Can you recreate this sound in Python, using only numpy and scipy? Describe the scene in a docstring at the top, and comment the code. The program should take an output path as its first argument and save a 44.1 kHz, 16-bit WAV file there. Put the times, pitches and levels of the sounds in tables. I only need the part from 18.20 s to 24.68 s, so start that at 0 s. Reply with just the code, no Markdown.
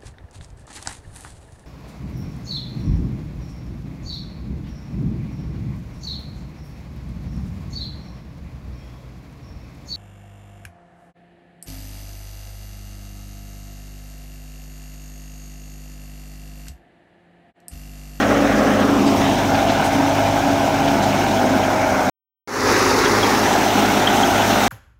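"""A tractor's diesel drones and barks in an open field, driving a wheat thresher and sagging under load.
The drum's beaters hum and pound a sheet-steel housing, grain rattles, chopped straw hisses out of
the blower, wads of stalks shatter and a dry joint squeaks. One microphone turns from the chaff plume
to the bagging end, pauses, then turns from the straw stack to the feeding side."""
import sys
import numpy as np
from scipy import signal
from scipy.fft import rfft, irfft, next_fast_len
from scipy.io import wavfile
from scipy.ndimage import uniform_filter1d, map_coordinates

SR = 44100
rng = np.random.default_rng(int(sys.argv[2]) if len(sys.argv) > 2 else 0)


def log_audio(samples):
    """Write samples as a 16-bit WAV file to the path given in sys.argv[1]."""
    # one column per channel
    frames = np.atleast_2d(samples).T
    # limit to full scale, then quantise
    limited = np.clip(frames, -1, 1)
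    pcm = np.round(limited * 32767).astype(np.int16)
    wavfile.write(sys.argv[1], SR, pcm)


N = 285768
TIME = np.arange(N) / SR
BEATS_PER_FIRING, FAN_PER_FIRING = .7784, 5 / 3
PAUSE_S, RESUME_S = 3.898, 4.275


# Exhaust tones. Each row: multiple of the firing rate, relative dB at the plume, bags, stack and feed.
EXHAUST_TONES = [(1, -36.5, -40.5, -40, -39), (2, -34.5, -32, -33, -32), (2.5, -45, -42.5, -45, -61),
                 (3, -37, -35, -43, -38.5), (4, -25, -33.5, -39.5, -34.5), (5, -28, -33.5, -33, -31.5),
                 (6, -38.5, -50.5, -38, -32.5), (7, -33.5, -37.5, -33.5, -34), (8, -30, -41, -29, -33.5)]

def diesel(firings):
    """The exhaust pulses drone low and bark harder under strain; a belt-driven fan adds its note."""
    exhaust = np.array(EXHAUST_TONES)
    deep = exhaust[:, 0] < 3.5
    drone = tones(exhaust[deep], firings, waver_db=1.46, drift=.09)
    bark = tones(exhaust[~deep], firings, waver_db=1.5, drift=.17)
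    fan = amp(-43.5) * tone(FAN_PER_FIRING * firings, waver_db=-5.5, drift=.2)
    return amp(level_db("drone")) * (drone + fan) + amp(level_db("bark") + 7 * strain()) * bark


# Engine speed. Each row: time in seconds, firing rate in Hz.
ENGINE_SPEED = [(0, 52.3), (.4, 52.22), (.85, 51.5), (1.2, 50.6), (1.45, 50.45), (1.8, 50.9), (2.2, 51.24),
                (2.7, 51.18), (2.9, 50.8), (3.55, 48.3), (3.9, 48.2), (4.3, 51.4), (4.6, 51.6),
                (5.1, 52.15), (5.45, 52.08), (5.8, 51.4), (6.1, 51), (6.48, 51.15)]

def firing_hz(lag_s=0):
    """How fast the cylinders fire, or fired lag_s earlier."""
    return np.interp(TIME - lag_s, *np.transpose(ENGINE_SPEED))


def strain(full_hz_per_s=2.7, smooth_s=.42):
    """How hard the engine labours, 0-1: straw in the drum drags its speed down."""
    slowing = -np.gradient(firing_hz()) * SR
    return uniform_filter1d(np.clip(slowing / full_hz_per_s, 0, 1), int(smooth_s * SR))


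# Drum tones. Each row: multiple of the beater rate, level in dB at the plume, bags, stack and feed.
DRUM_TONES = [(11, -41.5, -43, -39, -51.5), (13, -30, -42, -35, -46.5), (14, -38.5, -35.5, -52, -43),
              (15, -34.5, -36.5, -38.5, -32), (16, -42.5, -32.5, -43, -58), (17, -49, -27, -41, -30),
              (18, -45.5, -42, -44.5, -33), (19, -42, -41, -37.5, -39.5), (20, -32, -31, -45, -31.5)]
# Swells of the drum's hum. Each row: centre in seconds, rise in dB, half length in seconds.
DRUM_SWELLS = [(.18, 4.5, 0.079), (.8, 9, 0.24), (1.31, 9.5, .11), (1.81, 12, .12), (2.28, 11.5, 0.28),
               (2.7, 10, 0.085), (3.33, 9.5, 0.052), (6.05, 6, 0.096)]

def drum(beats, hum_order=7, housing_share=.13):
    """The beaters pump air, which hums, and pound the housing, which booms."""
    swell_db = swells(DRUM_SWELLS)
    hum_db = level_db("hum") + swell_db + .9 * wobble(45)  # passing straw roughens the hum
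    hum = amp(hum_db) * tone(hum_order * beats, waver_db=-.3, drift=.37)
    boom_db = level_db("boom") + housing_share * swell_db + 3 * strain()
    pounding = rng.standard_normal(N) * blows(beats, depth=.32, uneven_db=8.5)
    boom = amp(boom_db) * radiated(pounding, 160, 403)
    return hum + boom + tones(DRUM_TONES, beats, waver_db=2.5, drift=.4)


def blows(beats, depth, uneven_db):
    """Envelope of the beaters: each bites a different wad of straw, then fades within its cycle."""
    bite = amp(uneven_db * np.clip(rng.standard_normal(512), -1.8, 1.8))
    return unit(1 + depth * bite[beats.astype(int)] * (1 - beats % 1) ** 2)


def stalks(beats):
    """Stalks thrash the sheet steel, which roars."""
    thrashing = rng.standard_normal(N) * blows(beats, depth=.35, uneven_db=5.5)
    return amp(level_db("roar")) * radiated(thrashing, 397, 1225)


def kernels(beats):
    """Kernels pelt the steel in fluttering clumps: a clatter and a brighter rattle, returned apart."""
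    impacts = grains(rate=4000, spread_db=.6) + 1.25 * rng.standard_normal(N)
    impacts *= amp(.6 * wobble(20) + .38 * wobble(110))
    impacts *= blows(beats, depth=.15, uneven_db=1.5)
    clatter_db = level_db("clatter") + crop_swell_db(share=.42) + turning_db()
    rattle_db = level_db("rattle") + crop_swell_db(share=.62)
    clatter = amp(clatter_db) * radiated(patchy(impacts, depth_db=1.5), 1060, 2190)
    rattle = amp(rattle_db) * radiated(patchy(impacts, depth_db=2), 2720, 4070)
    return clatter, rattle


# The hiss from behind the machine, the stack and the feed. Each row: frequency in Hz, relative gain in dB.
STRAW_REAR = [(2060, -36), (3500, 0.5), (4470, -8), (4780, -6), (5590, -5), (6420, -6.5), (7270, -12.5),
              (10500, -20.5), (11800, -18), (13200, -21.5), (15100, -16), (15600, -22.5)]
STRAW_STACK = [(2060, -38), (3500, -7), (4040, -4.5), (4550, -1.5), (5090, -3), (5700, -2.5), (6920, -8.5),
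               (8190, -18), (11300, -17), (13200, -22.5), (15600, -20.5)]
STRAW_FEED = [(2060, -26), (3500, 4.5), (4670, -8), (5990, -3), (7230, -10.5), (10100, -18.5),
              (11700, -16.5), (15600, -16.5)]

def blower():
    """Chopped straw rushes through the sieves and the blower with a fluttering hiss."""
    chaff = grains(rate=6000, spread_db=2) + 1.7 * rng.standard_normal(N)
    chaff *= amp(.44 * wobble(25) + .69 * wobble(90))
    spectra = (STRAW_REAR, STRAW_REAR, STRAW_STACK, STRAW_FEED)
    hiss = radiated(patchy(chaff, depth_db=1.1), 4500, 20000, spectra)
    return amp(level_db("hiss") + crop_swell_db(share=.53)) * hiss


# Brief swells of hiss, rattle and clatter, each layer taking a share of the rise.
# Each row: centre in seconds, full rise in dB, half length in seconds.
CROP_SWELLS = [(1.02, 5, 0.13), (3.1, 2, .25), (6.42, 3.6, 0.19)]

def crop_swell_db(share):
    """The microphone sweeps past the blower's outlet; later, more straw passes through."""
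    return share * swells(CROP_SWELLS)


# Wads in the drum. Each row: centre in seconds, level in dB, upper band edge in Hz.
STALK_WADS = [(.028, -28.5, 4000), (0.88, -29, 7000), (1.185, -31.5, 4000), (1.35, -28, 3960),
              (1.5, -25, 4000), (1.659, -31.5, 12000), (2.078, -30, 4000), (2.684, -26, 4000),
              (2.835, -28, 7980)]

def wads(half_length_s=.017):
    """A tough wad of stalks shatters in a short bright surge of splinters."""
    splinters = patchy(grains(rate=5600, spread_db=2.5), depth_db=2.5)
    out = np.zeros(N)
    for s, db, top_hz in STALK_WADS:
        fall_db = np.minimum(9 * ((TIME - s) / half_length_s) ** 2, 120)
        burst = filtered(splinters, lambda hz: band(hz, 1500, top_hz, order=8) / np.sqrt(hz))
        out += amp(db - fall_db) * unit(burst)
    return out


# Slips of the joint. Each row: centre in seconds, peak level in dB, pitch in Hz.
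JOINT_SLIPS = [(3.44, -27, 3220), (4.861, -21, 3260), (5.034, -16, 3310), (5.875, -9.5, 3190),
               (6.0358, -13, 3230)]

def squeaks(swell_s=.004, tail_t60_s=.19):
    """A dry joint slips for a few milliseconds; the steel around it rings on faintly."""
    out = np.zeros(N)
    for s, db, hz in JOINT_SLIPS:
        t = TIME - s
        slip = np.exp(-(t / swell_s) ** 2) * np.sin(2 * np.pi * hz * t + .4 * wobble(600))
        ring = unit(filtered(rng.standard_normal(N), lambda f: 1 / (1 + ((f - hz) / 130) ** 2)))
        tail = amp(-9 - 60 * abs(t) / tail_t60_s) * (t > 0) / 2
        out += amp(db) * (slip + tail * ring)
    return out


# The engine's low noise. Each row: frequency in Hz, relative gain in dB.
RUMBLE_SPECTRUM = [(20, -23), (35, -18.5), (60, -11.5), (90, -6), (140, -5.5), (170, -5.5), (230, -27.5),
                   (500, -102.5)]

def rumble():
    """A steady engine rumble lies under everything, the same at every place."""
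    return amp(-35.5) * unit(filtered(rng.standard_normal(N), lambda hz: colour(RUMBLE_SPECTRUM, hz)))


# The thresher's colour from each place. Each row: frequency in Hz, relative gain in dB.
AT_PLUME = [(71, -58), (120, -10), (129, -31), (198, -9), (234, -5), (276, -5.5), (386, -16), (410, -12),
            (617, -4.5), (787, -8.5), (988, -19), (1050, -14.5), (1360, -19.5), (4500, -43.5),
            (5850, -66.5), (9900, -120)]
AT_BAGS = [(71, -49), (120, -15), (173, -17), (201, -4.5), (230, -7), (276, -1.5), (317, -6.5),
           (477, -13.5), (656, -9), (799, -6.5), (1180, -18), (1510, -18), (1840, -22.5), (2170, -21),
           (4500, -28.5), (5850, -65.5), (9900, -120)]
AT_STACK = [(120, -15.5), (170, -13), (260, -4.5), (340, -4.5), (420, -4), (520, -5), (660, -14),
            (830, -6.5), (1200, -11), (2000, -13), (2600, -21.5), (3200, -29.5), (3800, -23), (4500, -25)]
AT_FEED = [(71, -43), (120, -16), (129, -27), (198, 3.5), (252, 0), (410, -5), (515, -6), (590, -4.5),
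           (799, 2.5), (1100, -9.5), (1400, -8), (2900, -20.5), (3220, -22), (4500, -26), (5850, -59),
           (9900, -120)]

def radiated(x, lo_hz, hi_hz, spectra=(AT_PLUME, AT_BAGS, AT_STACK, AT_FEED)):
    """One band of x, in the colour of the place that the microphone faces."""
    return sum(share * unit(filtered(x, lambda hz: colour(spectrum, hz) * band(hz, lo_hz, hi_hz)))
               for share, spectrum in zip(facing(), spectra))


def patchy(x, depth_db):
    """Each spray of crop hits another panel, which lifts its own narrow band for a moment."""
    spectrum = signal.stft(x, nperseg=512)[2]
    patches = uniform_filter1d(rng.standard_normal(spectrum.shape), 5, axis=0)  # across frequency
    patches = uniform_filter1d(patches, 7, axis=1)  # across time
    return unit(signal.istft(spectrum * amp(depth_db * unit(patches)), nperseg=512)[1][:N])


# The balance at the microphone. 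Each entry: layer, gain in dB at the plume, bags, stack and feed.
LAYER_DB = {"drone": (0.78, 1.65, -.2, -.6), "bark": (-3.5, -3.5, 2.5, -1.5), "hum": (-26, -32.5, -32, -33),
            "boom": (-23.8, -26.8, -24.2, -25.5), "roar": (-19.5, -22.5, -20, -20),
            "clatter": (-23.5, -27.9, -22, -24.5), "rattle": (-34.5, -35, -30.5, -29),
            "hiss": (-36.3, -35, -26.5, -29)}
# Bogging down. Each entry: layer, change in dB for each Hz of firing rate lost.
BOG_DB_PER_HZ = {"drone": -2.5, "bark": 0.2, "clatter": 1.17, "rattle": -2.2}

def level_db(layer, bog_below_hz=50.7):
    """A layer's level follows the place, and shifts a moment after the engine bogs down."""
    lost_hz = np.maximum(bog_below_hz - firing_hz(lag_s=.21), 0)
    return by_place(LAYER_DB[layer]) + BOG_DB_PER_HZ.get(layer, 0) * lost_hz


def reflected(x, lag_ms=(.49, 1.311, .75, 1.4), strength=(.36, .35, .15, .14), dull_hz=3500):
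    """A close reflection, different at each place, combs the sound; its notches slide in the turns."""
    dulled = filtered(x, lambda hz: 1 / (1 + (hz / dull_hz) ** 2))
    echo = np.interp(TIME - by_place(lag_ms) * 1e-3, TIME, dulled)
    return unit(x + by_place(strength) * echo) * np.std(x)


# Microphone turns, plume to bags, then stack to feed.
# Each row: start and end in seconds, change of the clatter midway in dB.
MIC_TURNS = [(.52, 1.24, -5.5), (4.9, 5.48, 0.3)]

def facing():
    """How squarely the microphone faces the plume, bags, stack and feed, each 0-1."""
    to_bags, to_feed = (ramp(start, end) for start, end, _ in MIC_TURNS)
    early = TIME < PAUSE_S
    return np.array([early * (1 - to_bags), early * to_bags, ~early * (1 - to_feed), ~early * to_feed])


def turning_db():
    """The clatter dips midway through the first turn and barely lifts in the second."""
    return sum(db * np.sin(np.pi * ramp(start, end)) for start, end, db in MIC_TURNS)


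def by_place(values):
    """One value for each place, blended as the microphone turns."""
    return np.asarray(values) @ facing()


def tone(cycles, waver_db, drift):
    """A sine of rms 1 locked to a shaft, unsteady in level and in phase (drift, radians)."""
    phase = 2 * np.pi * (cycles + rng.random()) + drift * wobble(11)
    return unit(amp(waver_db * wobble(9)) * np.sin(phase))


def tones(table, cycles, waver_db, drift):
    """Orders of a shaft; each carries differently to each place."""
    return sum(by_place(amp(place_db)) * tone(order * cycles, waver_db, drift)
               for order, *place_db in table)


def grains(rate, spread_db):
    """Tiny random impacts of uneven size, about rate a second, rms 1."""
    hits = rng.random(N) < rate / SR
    return unit(hits * rng.standard_normal(N) * amp(spread_db * np.clip(rng.standard_normal(N), -2, 2)))


def swells(rows):
    """A bell-shaped rise and fall in dB for each row."""
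    return sum(db * np.exp(-((TIME - s) / half_length) ** 2) for s, db, half_length in rows)


def wobble(rate):
    """A smooth random curve, rate knots a second."""
    return map_coordinates(rng.standard_normal(int(N * rate / SR) + 4), [TIME * rate])


def filtered(x, response):
    """x shaped by a gain that depends on frequency."""
    size = next_fast_len(N + 8192)
    return irfft(rfft(x, size) * response(np.fft.rfftfreq(size, 1 / SR) + 1e-3), size)[:N]


def colour(points, hz):
    """Gain through (Hz, dB) points on a log axis."""
    point_hz, db = np.transpose(points)
    return amp(np.interp(np.log(hz), np.log(point_hz), db))


def band(hz, lo_hz, hi_hz, order=12):
    """Steep band-pass gain."""
    return ((1 + (lo_hz / hz) ** order) * (1 + (hz / hi_hz) ** order)) ** -.5


def ramp(start, end):
    return np.clip((TIME - start) / (end - start), 0, 1)


def amp(db):
    return 10 ** (np.asarray(db) / 20)


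def unit(x):
    return x / np.sqrt(np.mean(x ** 2) + 1e-20)


def scene():
    """The drive ties the drum to the engine, so their tones sag together under load."""
    firings = np.cumsum(firing_hz()) / SR
    beats = BEATS_PER_FIRING * firings
    machine = diesel(firings) + rumble() + drum(beats)
    roar = stalks(beats)
    clatter, rattle = kernels(beats)
    crop = reflected(roar + clatter) + rattle + blower()
    return (machine + crop + squeaks() + wads())[None]


def record(dry, ceiling=.7, top_hz=15750):
    """The microphone cuts out for the pause and fades back up; peaks round off, the top treble is cut."""
    fade_db = np.interp(TIME - RESUME_S, [0, .06, .12, .22], [-16.5, -9, -5.5, 0])
    gated = dry[0] * ((TIME < PAUSE_S) + (TIME >= RESUME_S) * amp(fade_db))
    rounded = gated / (1 + abs(gated / ceiling) ** 6) ** (1 / 6)
    return filtered(rounded, lambda hz: hz < top_hz)[None]


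dry = scene()
out = record(dry)
log_audio(out)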